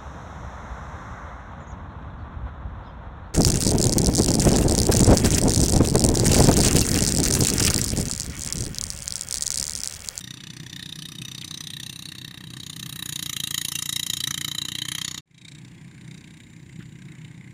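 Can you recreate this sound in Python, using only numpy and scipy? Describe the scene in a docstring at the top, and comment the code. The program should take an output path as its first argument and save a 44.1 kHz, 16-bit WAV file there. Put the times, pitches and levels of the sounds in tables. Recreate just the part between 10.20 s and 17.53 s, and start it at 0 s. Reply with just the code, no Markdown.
"""A one-cylinder engine drives a rice thresher in an open field: each firing is a thump and a hissing bark.
Other engines drone far away, over soft air and insects. The listener turns, which changes the bark's
tone, and there is a dry knock. Near 3 s the thresher is fed: the engine slows and barks harder.
At 5 s, after a brief silence, the field fades in from a spot farther off. There the bark is faint,
the drone remains, and a small knock and a rustle come near the end."""
import sys
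import numpy as np
from scipy import signal
from scipy.fft import rfft, irfft, next_fast_len
from scipy.io import wavfile
from scipy.ndimage import uniform_filter1d, map_coordinates

SR = 44100
rng = np.random.default_rng(int(sys.argv[2]) if len(sys.argv) > 2 else 0)


def transcribe(signal):
    """Save signal, clipped to [-1, 1], as a 16-bit WAV file at the path in sys.argv[1]."""
    frames = np.atleast_2d(signal).T
    limited = np.clip(frames, -1, 1)
    pcm = np.round(limited * 32767).astype(np.int16)
    wavfile.write(sys.argv[1], SR, pcm)


N = 323253
TIME = np.arange(N) / SR
SIZE = next_fast_len(N + SR // 2, real=True)  # extra room for filters to ring out
HZ = np.fft.rfftfreq(SIZE, 1 / SR)
AT_FAR_SPOT = TIME > 5.03

# tone of the low thump of a firing: f/Hz, relative level/dB
THUMP_COLOUR = [(25, -45), (50, -16), (90, -5), (140, 2), (185, -3.5), (235, -7.5), (300, -7), (340, -12.5),
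                (385, -25.5), (520, -29), (800, -59), (2000, -88)]


def amp(db):
    """Turn decibels into a gain to multiply by."""
    return 10 ** (np.asarray(db) / 20)


def unit(x):
    """Scale a signal to an average (RMS) strength of 1."""
    return x / np.sqrt(np.mean(x ** 2) + 1e-20)


def curve(points):
    """Join (time, value) points with straight lines, one value per sample."""
    return np.interp(TIME, *np.transpose(points))


def wobble(rate):
    """A smooth curve through `rate` random values a second."""
    knots = rng.standard_normal(int(N * rate / SR) + 4)
    fine = np.linspace(0, len(knots) - 1, 10 * len(knots))
    return np.interp(TIME * rate, fine, map_coordinates(knots, [fine]))


def colour(points):
    """A gain for each frequency, drawn through (f/Hz, level/dB) points."""
    hz, db = np.transpose(points)
    return amp(np.interp(np.log(HZ + 1), np.log(hz), db))


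def resonances(modes):
    """A gain for each frequency, with a steep peak at each (f/Hz, width/Hz, level/dB)."""
    return np.sqrt(sum(amp(2 * db) / (1 + ((HZ - hz) / width) ** 2) ** 2 for hz, width, db in modes))


def filtered(x, gain):
    """Shape the tone of x so that it rings only after each hit (a minimum-phase filter)."""
    cepstrum = irfft(np.log(np.maximum(gain, 1e-6)), SIZE)
    cepstrum[1:SIZE // 2] *= 2
    cepstrum[SIZE // 2 + 1:] = 0
    return irfft(rfft(x, SIZE) * np.exp(rfft(cepstrum)), SIZE)[:N]


def noise(gain):
    """Steady noise of strength 1, its tone shaped by `gain`."""
    return unit(filtered(rng.standard_normal(N), gain))


def field():
    """Soft air over the rice, with a thin, high band of insects."""
    # tone of the air: f/Hz, relative level/dB
    air_colour = [(20, 0), (60, -5), (300, 3.5), (450, -3), (620, -8), (1000, -1), (1350, -10.5),
                  (1600, -2), (2100, 1.5), (3000, -8.5), (5400, -17.5), (7200, -21), (9000, -13.5),
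                  (12000, -32), (15500, -46)]
    air = noise(colour(air_colour)) * amp(np.where(AT_FAR_SPOT, -60, -58) + wobble(2.51))
    insects = noise(resonances([(7170, 220, 0)])) * amp(-68.5 + 1.5 * wobble(6.2))
    return air + insects


def knocks():
    """Dry knocks and a soft rustle, each a band of noise that swells and dies."""
    # small sounds: t/s, level/dB, f/Hz, width/Hz, rise/s, time to fall 60 dB/s
    events = [(1.2355, -33, 2100, 210, 0.00035, 0.02), (1.222, -19, 3160, 390, 0.0015, 0.012),
              (6.598, -45.5, 1670, 370, 0.0045, 0.13), (6.598, -50, 2900, 740, 0.004, 0.14),
              (6.83, -52, 1630, 460, 0.098, 0.75)]
    out = np.zeros(N)
    for start, db, hz, width, rise, t60 in events:
        age = np.clip(TIME - start, 0, 2 * t60)
        envelope = (1 - np.exp(-age / rise)) * amp(db - 60 * age / t60)
        out += envelope * noise(resonances([(hz, width, 0)]))
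    return out


def firings(rate, first_s, jitter_s, scatter_db):
    """One click each time an engine fires, slightly uneven in time and strength."""
    cycles = np.cumsum(rate) / SR
    cycles -= np.interp(first_s, TIME, cycles)
    on_beat = np.flatnonzero(np.diff(np.floor(cycles)))
    lateness, strength = rng.standard_normal((len(on_beat), 2)).T
    starts = np.clip(on_beat + jitter_s * SR * lateness, 0, N - 1).astype(int)
    return np.bincount(starts, amp(scatter_db * strength), N)


def distant_engines():
    """Only the low tones of other engines carry over the field; moving air makes them swell and fade."""
    # one engine a row: firing rate/Hz, relative level at the near spot/dB, at the far spot/dB
    engines = [(31.26, -5, -0.5), (27.22, -3.5, -8), (24.44, -0.5, -20.5), (33.6, -10, -7)]
    # tone of their drone: f/Hz, relative level/dB
    drone_colour = [(20, -47), (45, -20.5), (62, -14), (100, -9), (125, 1), (155, 2), (185, -0.5),
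                    (210, -10), (250, -12), (300, -12.5), (345, -14), (400, -28), (600, -42), (1200, -53.5)]
    drone = np.zeros(N)
    for rate, near_db, far_db in engines:
        speed = rate * (1 + 0.00598 * wobble(2))
        pulses = firings(speed, first_s=rng.random(), jitter_s=0.0002, scatter_db=3.0)
        paths = rfft(rng.standard_normal(SR // 30), SIZE)  # many paths smear each firing
        tone = irfft(rfft(pulses, SIZE) * paths / np.abs(paths) * colour(drone_colour), SIZE)[:N]
        drone += amp(np.where(AT_FAR_SPOT, far_db, near_db) + 2 * wobble(6.5)) * unit(tone)
    rumble = noise(colour(drone_colour))
    level_db = np.where(AT_FAR_SPOT, -43, -46.5) + 1.34 * wobble(2.85)
    return amp(level_db) * unit(unit(drone) + amp(-7) * rumble)


def drifting(x, depth_db, flicker_db=1.82):
    """Moving air slowly shifts the tone of a sound, and each burst differs a little from the last."""
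    spectra = signal.stft(x, nperseg=512)[2]

    def ripple(bands, frames):
        """Random values smoothed across frequency, then time."""
        rough = uniform_filter1d(rng.standard_normal(spectra.shape), size=bands, axis=0)
        return unit(uniform_filter1d(rough, size=frames, axis=1))

    change_db = depth_db * ripple(bands=3, frames=50) + flicker_db * ripple(bands=24, frames=12)
    return signal.istft(spectra * amp(change_db), nperseg=512)[1][:N]


def puffs(pulses, rise_s, fall_s, tail_db, tail_s, rough_db):
    """Each firing lets out a ragged burst of swirling gas; the field scatters a weak tail behind it."""
    t = TIME[:SR // 8]
    attack = 1 - np.exp(-(t / rise_s) ** 3)
    decay = amp(-60 * t / fall_s) + amp(tail_db - 60 * t / tail_s)
    flow = signal.fftconvolve(pulses, attack * decay)[:N]
    flow = np.roll(flow, -SR // 650)  # gas leaks just before the thump
    eddies = amp(rough_db * np.tanh(2 * wobble(1100)))
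    return flow * eddies * rng.standard_normal(N)


def balanced(x, bark_db, rasp_db, hiss_db):
    """Split an exhaust sound into low rasp, middle bark and high hiss, each at its own level."""
    low = 1 / (1 + (HZ / 2500) ** 16)
    high = 1 - 1 / (1 + (HZ / 7800) ** 24)
    rasp, bark, hiss = irfft(rfft(x, SIZE) * [low, 1 - low - high, high], SIZE)[:, :N]
    return amp(bark_db) * unit(bark) + amp(rasp_db) * unit(rasp) + amp(hiss_db) * unit(hiss)


def far_engine():
    """From far off the bark is dull and smeared and the thump weak; it rings when the bark swells."""
    # engine speed: t/s, firing rate/Hz
    speed = [(5.06, 27.83), (5.4, 30.58), (5.8, 30.06), (6.2, 31.26), (6.6, 30.47), (7, 30.89),
             (7.33, 30.62)]
    # strength of the bark: t/s, level/dB
    bark_level = [(5.08, -64), (5.2, -49.5), (5.3, -51), (5.5, -60.5), (5.75, -62), (5.93, -53.5),
                  (6.3, -62.5), (6.95, -61), (7.33, -67)]
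    # tone of the exhaust from afar: f/Hz, relative level/dB
    far_colour = [(350, -24), (600, -11), (950, -7), (1300, -14), (1550, 1), (2100, 8), (3030, -5),
                  (3770, -3), (4300, -6.5), (5440, -10.5), (7240, -5.5), (9000, -7), (12500, -31),
                  (15500, -20)]
    # muffler tones that carry this far: f/Hz, width/Hz, relative level/dB
    muffler = [(1590, 70, 0), (2120, 92, 8), (2350, 67, -0.5)]
    bark_db = curve(bark_level)
    swell_db = bark_db + 61.2  # how far the bark is above its usual level
    pulses = firings(curve(speed), first_s=5.074, jitter_s=0.00025, scatter_db=1.1)
    early = np.roll(pulses, -SR // 450)
    gas = puffs(early, rise_s=0.0064, fall_s=0.026, tail_db=-30, tail_s=0.084, rough_db=3.5)
    dull = filtered(gas, colour(far_colour) + resonances(muffler))
    dull = unit(drifting(dull, depth_db=2.9, flicker_db=1.3))
    bark = balanced(dull, bark_db, rasp_db=-60.7 + 0.42 * swell_db, hiss_db=-69.7 + 0.96 * swell_db)
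    ring = amp(-74 + 2.15 * swell_db) * unit(filtered(gas, resonances([(3780, 180, 0)])))
    thump = amp(-52) * unit(filtered(pulses, colour(THUMP_COLOUR)))
    return bark + ring + thump


def near_bark(pulses, load):
    """Bursts of gas ring the muffler; the load and the listener's turn shift the tones that are heard."""
    # muffler tones running light, light after the turn, and under load: f/Hz, width/Hz, relative level/dB
    light_tones = [(890, 250, -25), (1225, 65.7, -10), (1820, 190, -5.5), (2585, 133, -6), (2990, 140, -5),
                   (3690, 210, 0.5), (4490, 220, -8.5), (4980, 120, -8), (5940, 260, -5.5), (6660, 81, -15),
                   (7260, 130, -15), (8560, 160, -8), (9200, 310, -25), (10000, 850, -17.5),
                   (11900, 550, -33), (14300, 990, -29)]
    turned_tones = [(893, 280, -22), (1183, 93, -11.5), (1860, 170, -6), (2737, 160, -6), (3220, 180, -5.5),
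                    (3560, 77, -2), (3860, 230, 4.5), (4470, 74, -2.5), (5330, 89, -10), (6010, 114, -6.5),
                    (6790, 210, -9.5), (8200, 110, -17), (8980, 220, -4.5), (10230, 290, -14.5),
                    (10800, 360, -18), (12700, 420, -19), (13900, 750, -20.5)]
    loaded_tones = [(895, 134, -29), (1267, 67, -13), (1974, 217, -7.5), (2770, 24, -7), (3140, 144, 0.5),
                    (3777, 91, 0.5), (3926, 82, 3), (4600, 110, -13.5), (5340, 74, -8), (6090, 110, -7),
                    (6823, 125, -1.5), (7110, 90, -9.5), (7600, 110, -21), (8250, 74, -13), (8910, 360, -6),
                    (10120, 500, -2.5), (11050, 240, -11.5), (11500, 350, -10.5), (13050, 200, -5),
                    (13600, 270, -28), (14400, 1000, -15)]
    # broad hiss of the gas jet: f/Hz, relative level/dB
    jet_colour = [(400, -65), (700, -16.5), (1100, 7), (1450, -37), (2300, -22), (4000, -2.5), (7500, 5),
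                  (10500, 8), (15000, 6), (16000, -39)]
    # the listener's turn: t/s, share done/0-1
    turn_progress = [(1.05, 0.03), (1.75, 0.97)]
    # strength of the bark and of its high hiss: t/s, level/dB
    bark_level = [(0, -44), (0.3, -42), (1.45, -38.5), (1.85, -39.5), (2.2, -46.5), (2.45, -37.5),
                  (2.83, -40), (2.97, -32.5), (3.55, -29.5), (4.15, -29.5), (4.35, -34), (4.75, -31),
                  (5.0, -36)]
    hiss_level = [(0, -53), (0.25, -58.5), (0.75, -51.5), (1.8, -49), (2.22, -57.0), (2.7, -42.5),
                  (3.5, -34.5), (4.1, -38), (4.5, -44), (4.75, -40), (5.0, -52.0)]

    def exhaust(gas, tones, jet_db):
        """The gas leaves through the muffler as ringing tones plus a broad hiss."""
        sound = filtered(gas, resonances(tones) + amp(jet_db) * colour(jet_colour))
        sound = drifting(sound, depth_db=3.0)
        return balanced(sound, curve(bark_level), rasp_db=-52 + 10.5 * load, hiss_db=curve(hiss_level))

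    turn = curve(turn_progress)
    bark = np.zeros(N)
    for tones, share in (light_tones, 1 - turn), (turned_tones, turn):
        gas = puffs(pulses, rise_s=0.0028, fall_s=0.027, tail_db=-28.5, tail_s=0.16, rough_db=2)
        bark += np.sqrt((1 - load) * share) * exhaust(gas, tones, jet_db=-30.5)
    sharp_gas = puffs(pulses, rise_s=0.0025, fall_s=0.024, tail_db=-31.5, tail_s=0.17, rough_db=0.5)
    return bark + np.sqrt(load) * exhaust(sharp_gas, loaded_tones, jet_db=-25)


def near_thump(pulses, load):
    """Each firing thumps through the muffler; under load it is louder and the exhaust pipe booms."""
    # booming tones of the pipe: f/Hz, width/Hz, relative level/dB
    pipe_tones = [(85, 6.6, -4), (148, 8.2, -8), (299, 8, 3.5), (470, 59, -3)]
    soft = unit(filtered(pulses, colour(THUMP_COLOUR)))
    hard = unit(filtered(pulses, colour(THUMP_COLOUR) * (1 + resonances(pipe_tones))))
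    return amp(-46 + 3.5 * load) * ((1 - load) * soft + load * hard)


def near_engine():
    """Close by, the engine barks and thumps with each firing and slows as the thresher is fed."""
    # engine speed: t/s, firing rate/Hz
    speed = [(0, 30.61), (0.5, 30.85), (1, 30.64), (1.5, 31.12), (2, 31.4), (2.4, 30.86), (2.8, 30.41),
             (3.0, 29.43), (3.2, 27.9), (3.6, 28.94), (4, 28.81), (4.3, 29.09), (4.6, 29.99), (4.8, 31.1),
             (5.02, 30.4)]
    # how hard the thresher makes the engine work: t/s, load/0-1
    workload = [(2.2, 0.01), (2.7, 0.22), (3.05, 0.91), (4.2, 0.98), (4.75, 0.9), (5, 0.49)]
    load = curve(workload)
    pulses = firings(curve(speed), first_s=0.008, jitter_s=0.000049, scatter_db=1.26)
    return near_bark(pulses, load) - near_thump(pulses, load)


def scene():
    """The thresher's engine, first near and then far, over the background; one channel."""
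    engine = np.where(AT_FAR_SPOT, far_engine(), near_engine())
    return (engine + distant_engines() + field() + knocks())[None]


def record(dry):
    """The sound stops between the two spots and fades back in; the very highest treble is cut."""
    stop_s, fade_out_s = 5.009, 0.007
    resume_s, fade_in_s, start_gain = 5.058, 0.34, 0.043
    before = np.clip((stop_s - TIME) / fade_out_s, 0, 1)
    after = (TIME > resume_s) * np.clip(start_gain + (TIME - resume_s) / fade_in_s, 0, 1)
    treble_cut = 1 / (1 + (HZ / 15600) ** 100)
    return irfft(rfft(dry * (before + after), SIZE) * treble_cut, SIZE)[:, :N]


dry = scene()
out = record(dry)
transcribe(out)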